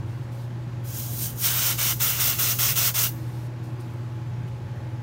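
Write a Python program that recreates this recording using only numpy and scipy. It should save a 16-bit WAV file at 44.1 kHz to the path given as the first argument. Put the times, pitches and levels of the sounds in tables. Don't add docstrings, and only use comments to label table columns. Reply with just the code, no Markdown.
import sys
import numpy as np
from scipy import signal
from scipy.fft import rfft, irfft, next_fast_len
from scipy.io import wavfile
from scipy.ndimage import uniform_filter1d

SR = 44100
rng = np.random.default_rng(int(sys.argv[2]) if len(sys.argv) > 2 else 0)


def boost_factor(decibels):
    exponent = np.asarray(decibels, float) / 20
    return 10 ** exponent


def int16_out(signal):
    q = np.round(np.clip(np.atleast_2d(signal).T, -1, 1) * 32767)
    wavfile.write(sys.argv[1], SR, q.astype(np.int16))


N = 221470

# frequency in Hz, width in Hz, level in dB.
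DRONES = [(59.7, 0.41, -54.5), (101.7, 1, -44.5), (320.2, 9.1, -54), (546.6, 9.4, -60.5), (599, 10, -69),
          (713, 15, -64.5), (820, 34, -61)]
# frequency in Hz, density in dB per Hz.
RUMBLE = [(25, -16), (45, -18), (70, -12), (85, -3), (115, -5), (128, 2), (160, -2.5), (190, -13.5),
          (240, -8), (290, -14.5), (340, -11), (420, -18.5), (600, -19.5), (760, -28)]
# frequency in Hz, density in dB per Hz.
AIR = [(450, -25), (760, -10.5), (880, -5.5), (1100, -6), (1170, -9.5), (1580, -9.5), (2260, -14),
       (4830, -23), (7000, -26.5), (7800, -30), (10500, -34), (11600, -32), (13500, -36.5), (16200, -38)]
# frequency in Hz, t60 in seconds.
ROOM_DECAY = [(500, 0.15), (3000, 0.54), (8000, 0.31), (13500, 0.43), (16000, .15)]
# delay in seconds, level in dB.
BOARD_ECHOES = [(.0013, -15), (.0029, -18.5), (.0044, -25.5), (.0067, -20.5), (.0093, -28.5), (0.012, -21)]
# frequency in Hz, density in dB per Hz.
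SEEP_COLOUR = [(2500, -11), (4000, 0.5), (6240, -2), (7670, -4.5), (9200, -1), (10500, -7.5), (12100, -1.5),
               (14000, -6), (16200, -8)]
# start in seconds, length in seconds, level in dB, fade in dB per second.
RUSTLES = [(0.07, .17, -67.5, 500), (0.323, .12, -60.5, 400), (3.178, .293, -59, 1200),
           (3.636, 0.014, -61, 140), (3.802, 0.012, -58, 500), (3.844, .095, -68, 120),
           (4.16, .006, -71, 900), (4.478, .005, -65, 500), (4.76, .004, -76, 60)]
# start in seconds, peak in dB, centre in Hz, width in Hz, t60 in seconds.
TICKS = [(3.436, -57, 6000, 4000, .03), (3.5954, -57, 13500, 4000, .01), (3.6406, -52, 6500, 6000, .02),
         (3.8028, -46, 6500, 8000, .012), (3.8095, -44, 8900, 2000, .015), (3.9374, -52, 11600, 2000, .015),
         (3.9374, -54, 6500, 2500, .015), (4.4777, -43, 2800, 600, .04), (4.4777, -55, 8000, 8000, .02),
         (4.7594, -60, 13000, 4000, .04)]
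# start in seconds, length in seconds, first Hz, last Hz, level in dB.
SQUEAK = (3.275, .022, 15000, 13600, -65)
# time in seconds, jet level in dB.
SQUEEZES = [
    [(0.83, -75), (0.85, -53), (0.885, -47), (0.94, -44.5), (0.976, -38.5), (1.108, -44.5), (1.26, -34.5),
     (1.306, -43.5), (1.35, -55)],
    [(1.408, -36), (1.448, -25.5), (1.55, -31), (1.652, -26), (1.70, -27.5), (1.734, -32.5), (1.765, -42.5)],
]
# push, let go and back up in seconds, full level in dB, leak left after it in dB.
PUMPS = [(1.773, 1.909, 1.956, -27, -44.5), (1.995, 2.103, 2.16, -27, -34),
         (2.184, 2.304, 2.375, -26.5, -38.5), (2.382, 2.516, 2.562, -26.5, -40),
         (2.584, 2.71, 2.752, -26, -38.5), (2.754, 2.882, 2.934, -26, -47),
         (2.937, 3.043, 3.114, -26.5, -50)]
# frequency in Hz, density in dB per Hz.
FIZZ_SOFT = [(2000, -27), (3000, -12.5), (4270, -11.5), (6000, -5), (7030, -5), (7590, -9), (8780, -8),
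             (10300, -10), (11600, -1), (13000, -1.5), (13700, -7), (14300, 3), (16200, -0.5)]
# frequency in Hz, density in dB per Hz.
FIZZ_FULL = [(2000, -27), (3000, -7.5), (4400, -9.5), (5330, -3), (6200, -2), (7640, -6.5), (8840, -4.5),
             (9700, -8.5), (10400, -12.5), (11300, -4.5), (13500, -4), (14200, -1), (15000, 3),
             (16200, -3.5)]
# frequency in Hz, density in dB per Hz.
ROAR = [(260, -33), (450, -7.5), (513, -8), (613, -8.5), (774, -10.5), (1200, -2), (1830, -5), (2120, -2),
        (2490, -4.5), (2810, 0), (4200, -6.5), (5460, -19), (9240, -120)]
# frequency in Hz, width in Hz, level in dB.
WHISTLES = [(8600, 300, -13), (9600, 200, -16), (11800, 400, -15), (12800, 300, -14), (14400, 300, -16)]
# centre in seconds, lower Hz, upper Hz.
SIDE_BURSTS = [(.032, 5120, 8310), (.032, 12360, 14450), (.241, 4610, 5750), (.7982, 8230, 9650),
               (2.2611, 6830, 9690), (2.4701, 10940, 12450), (2.8648, 4110, 5120), (2.8648, 7520, 10360),
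               (3.9097, 12300, 13800), (3.9561, 10230, 14530), (4.1187, 14380, 15750), (4.2812, 5620, 6910),
               (4.3973, 10960, 12490), (4.8153, 4690, 5750), (4.8385, 6830, 8350)]

SOFT_DB, FULL_DB = -38.5, -27


def evened(x):
    return x / np.sqrt(np.mean(x ** 2) + 1e-20)


def read(points, hz):
    f, value = np.transpose(points)
    return np.interp(np.log(hz + 1), np.log(f + 1), value)


def band(x, lo_hz, hi_hz):
    size = next_fast_len(len(x))
    hz = np.fft.rfftfreq(size, 1 / SR)
    return irfft(rfft(x, size) * ((hz >= lo_hz) & (hz < hi_hz)), size)[:len(x)]


def hiss(colour, patchy_db=1.0, size=512):
    hz = np.fft.rfftfreq(size, 1 / SR)
    frames = 4 * N // size + 8
    a, b, patches = rng.standard_normal((3, frames, len(hz)))
    patches = uniform_filter1d(patches, size=14, axis=0)
    patches = evened(uniform_filter1d(patches, size=6, axis=1))
    inside = (hz >= colour[0][0]) & (hz <= colour[-1][0])
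    z = (a + 1j * b) * boost_factor(read(colour, hz) + patchy_db * patches) * inside
    return evened(signal.istft(z.T, nperseg=size, noverlap=3 * size // 4)[1][:N])


def fuzzy_tone(hz, width):
    r = np.exp(-np.pi * width / SR)
    noise = [1, 1j] @ rng.standard_normal((2, N + SR))
    slow = signal.lfilter([1], np.convolve([1, -r], [1, -r]), noise)[SR:]
    return evened((slow * np.exp(2j * np.pi * hz * np.arange(N) / SR)).real)


def mains_hum(t):
    level_db = -33 + 0.66 * fuzzy_tone(0, 2.3)
    return np.sqrt(2) * boost_factor(level_db) * np.sin(2 * np.pi * 120.06 * t)


def motor(t):
    drones = sum(boost_factor(db) * fuzzy_tone(hz, width) for hz, width, db in DRONES)
    whine_db = -55.5 + 1.6 * (t - t[-1])
    phase = 2 * np.pi * 855 * t + 0.8 * fuzzy_tone(0, 1.5)
    return drones + np.sqrt(2) * boost_factor(whine_db) * np.sin(phase)


def ventilation():
    rumble = boost_factor(-39) * hiss(RUMBLE, patchy_db=1.5, size=4096)
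    return rumble + boost_factor(-51) * hiss(AIR, size=1024)


def room(x):
    taps = np.zeros(SR // 2)
    at = np.arange(200, SR // 2 - 20, 20)
    taps[at + rng.integers(0, 20, len(at))] = rng.choice([-1., 1.], len(at))
    hz, t, z = signal.stft(taps, SR, nperseg=256)
    t60 = np.maximum(read(ROOM_DECAY, hz), 0.05)
    tail = signal.istft(z * boost_factor(-60 * t / t60[:, None]), SR, nperseg=256)[1]
    return signal.fftconvolve(x, tail / np.linalg.norm(tail))[:N]


def boards(x):
    n, echoes = np.arange(N), np.zeros(N)
    for s, db in BOARD_ECHOES:
        delay = np.round(s * SR + 4 * fuzzy_tone(0, 0.6)).astype(int)
        echoes += boost_factor(db) * x[np.clip(n - delay, 0, N - 1)]
    return echoes


def rustling(t):
    level = boost_factor(-82)
    for s, length, db, fade in RUSTLES:
        rise_db = 1300 * np.maximum(s - t, 0)
        fade_db = fade * np.maximum(t - s - length, 0)
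        level = level + boost_factor(db - rise_db - fade_db)
    return level


def ticks():
    out, u = np.zeros(N), np.arange(1500) / SR
    for s, db, hz, width, t60 in TICKS:
        grit = evened(band(rng.standard_normal(1500), hz - width / 2, hz + width / 2))
        out[round(s * SR):][:1500] += grit * boost_factor(db - 6 - 60 * u / t60)
    return out


def squeak(t):
    s, length, from_hz, to_hz, db = SQUEAK
    part = np.clip((t - s) / length, 0, 1)
    phase = 2 * np.pi * np.cumsum(from_hz + (to_hz - from_hz) * part) / SR
    return boost_factor(db) * np.sin(np.pi * part) * np.sin(phase)


def hand(t):
    return rustling(t) * hiss(SEEP_COLOUR, patchy_db=0.5) + ticks() + squeak(t)


def valve(t):
    knots = SQUEEZES[0] + SQUEEZES[1]
    for push, let_go, up, full_db, leak_db in PUMPS:
        slow = 1 + 1.3 * np.exp((PUMPS[0][0] - push) / 0.19)
        knots = knots + [
            (push, knots[-1][1]),
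            (push + slow * 0.007, full_db - 3.5),
            (push + slow * 0.022, full_db),
            (let_go, full_db),
            (let_go + 0.32 * (up - let_go), full_db - 4.5),
            (up, leak_db)]
    knots = knots + [(up + 0.135, leak_db - 22)]
    flowing = (t > knots[0][0]) & (t < knots[-1][0])
    return np.where(flowing, np.interp(t, *np.transpose(knots)), -200)


def roar(t, sag_db):
    firm = np.clip((t - 1.42) / 0.022, 0, 1)
    gas_db = -11.5
    liquid_db = -5 + 0.81 * sag_db - 1.55 * np.maximum(sag_db - 4.5, 0)
    return boost_factor(gas_db + firm * (liquid_db - gas_db)) * hiss(ROAR, patchy_db=0.8)


def nozzle_whistles(t):
    top_s = 1.23
    level_db = 7 - np.maximum(26 * (top_s - t), 21 * (t - top_s))
    return boost_factor(level_db) * sum(boost_factor(db) * fuzzy_tone(hz, width) for hz, width, db in WHISTLES)


def fizz_and_sizzle(t, level_db, sag_db):
    sizzle_db = 2 + 0.9 * np.maximum(t - 1.42, 0)
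    sizzle_db += 0.11 * np.minimum(sag_db, 15)
    sizzle_db += 1.0 * fuzzy_tone(0, 40)
    sizzle_db -= 40 * np.maximum(t - PUMPS[-1][2], 0)
    wide = np.clip((level_db - SOFT_DB) / (FULL_DB - SOFT_DB), 0, 1)
    out = np.zeros(N)
    for share, colour, patchy_db in [(1 - wide, FIZZ_SOFT, 1.0), (wide, FIZZ_FULL, 0.8)]:
        x = hiss(colour, patchy_db)
        fizz = band(x, 0, 10400)
        out += np.sqrt(share) * (evened(fizz) + boost_factor(sizzle_db) * evened(x - fizz))
    return out


def spray(t):
    level_db = valve(t)
    sag_db = np.clip(FULL_DB - level_db, 0, 30)
    jet = roar(t, sag_db) + nozzle_whistles(t) + fizz_and_sizzle(t, level_db, sag_db)
    sputter = evened(uniform_filter1d(rng.standard_normal(N), size=300))
    flutter = fuzzy_tone(0, 40)
    return boost_factor(level_db + 0.5 * sputter + 0.6 * flutter) * jet


def scene():
    t = np.arange(N) / SR
    machines = mains_hum(t) + motor(t) + ventilation()
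    can = hand(t) + spray(t)
    return np.tile(can + boards(can) + boost_factor(-28.5) * room(can) + machines, (2, 1))


def top_cut(x):
    return signal.sosfilt(signal.butter(12, 16750, fs=SR, output="sos"), x)


def record(dry):
    power_db = 10 * np.log10(uniform_filter1d(dry[0] ** 2, size=8000) + 1e-12)
    ducked = dry[0] / boost_factor(0.15 * np.maximum(power_db + 26.0, 0))
    low_pass = signal.firwin(2047, 15790, window=("kaiser", 11), fs=SR)
    mid = signal.oaconvolve(ducked, low_pass, "same")
    side = np.zeros(N)
    window = signal.windows.kaiser_bessel_derived(2048, 4 * np.pi)
    for s, lo_hz, hi_hz in SIDE_BURSTS:
        frame = slice(round(s * SR) - 1024, round(s * SR) + 1024)
        noise = evened(band(rng.standard_normal(2048), lo_hz, hi_hz))
        side[frame] += boost_factor(-4.5) * window * np.std(band(mid[frame], lo_hz, hi_hz)) * noise
    return top_cut(np.array([mid + side, mid - side]))


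dry = scene()
out = record(dry)
int16_out(out)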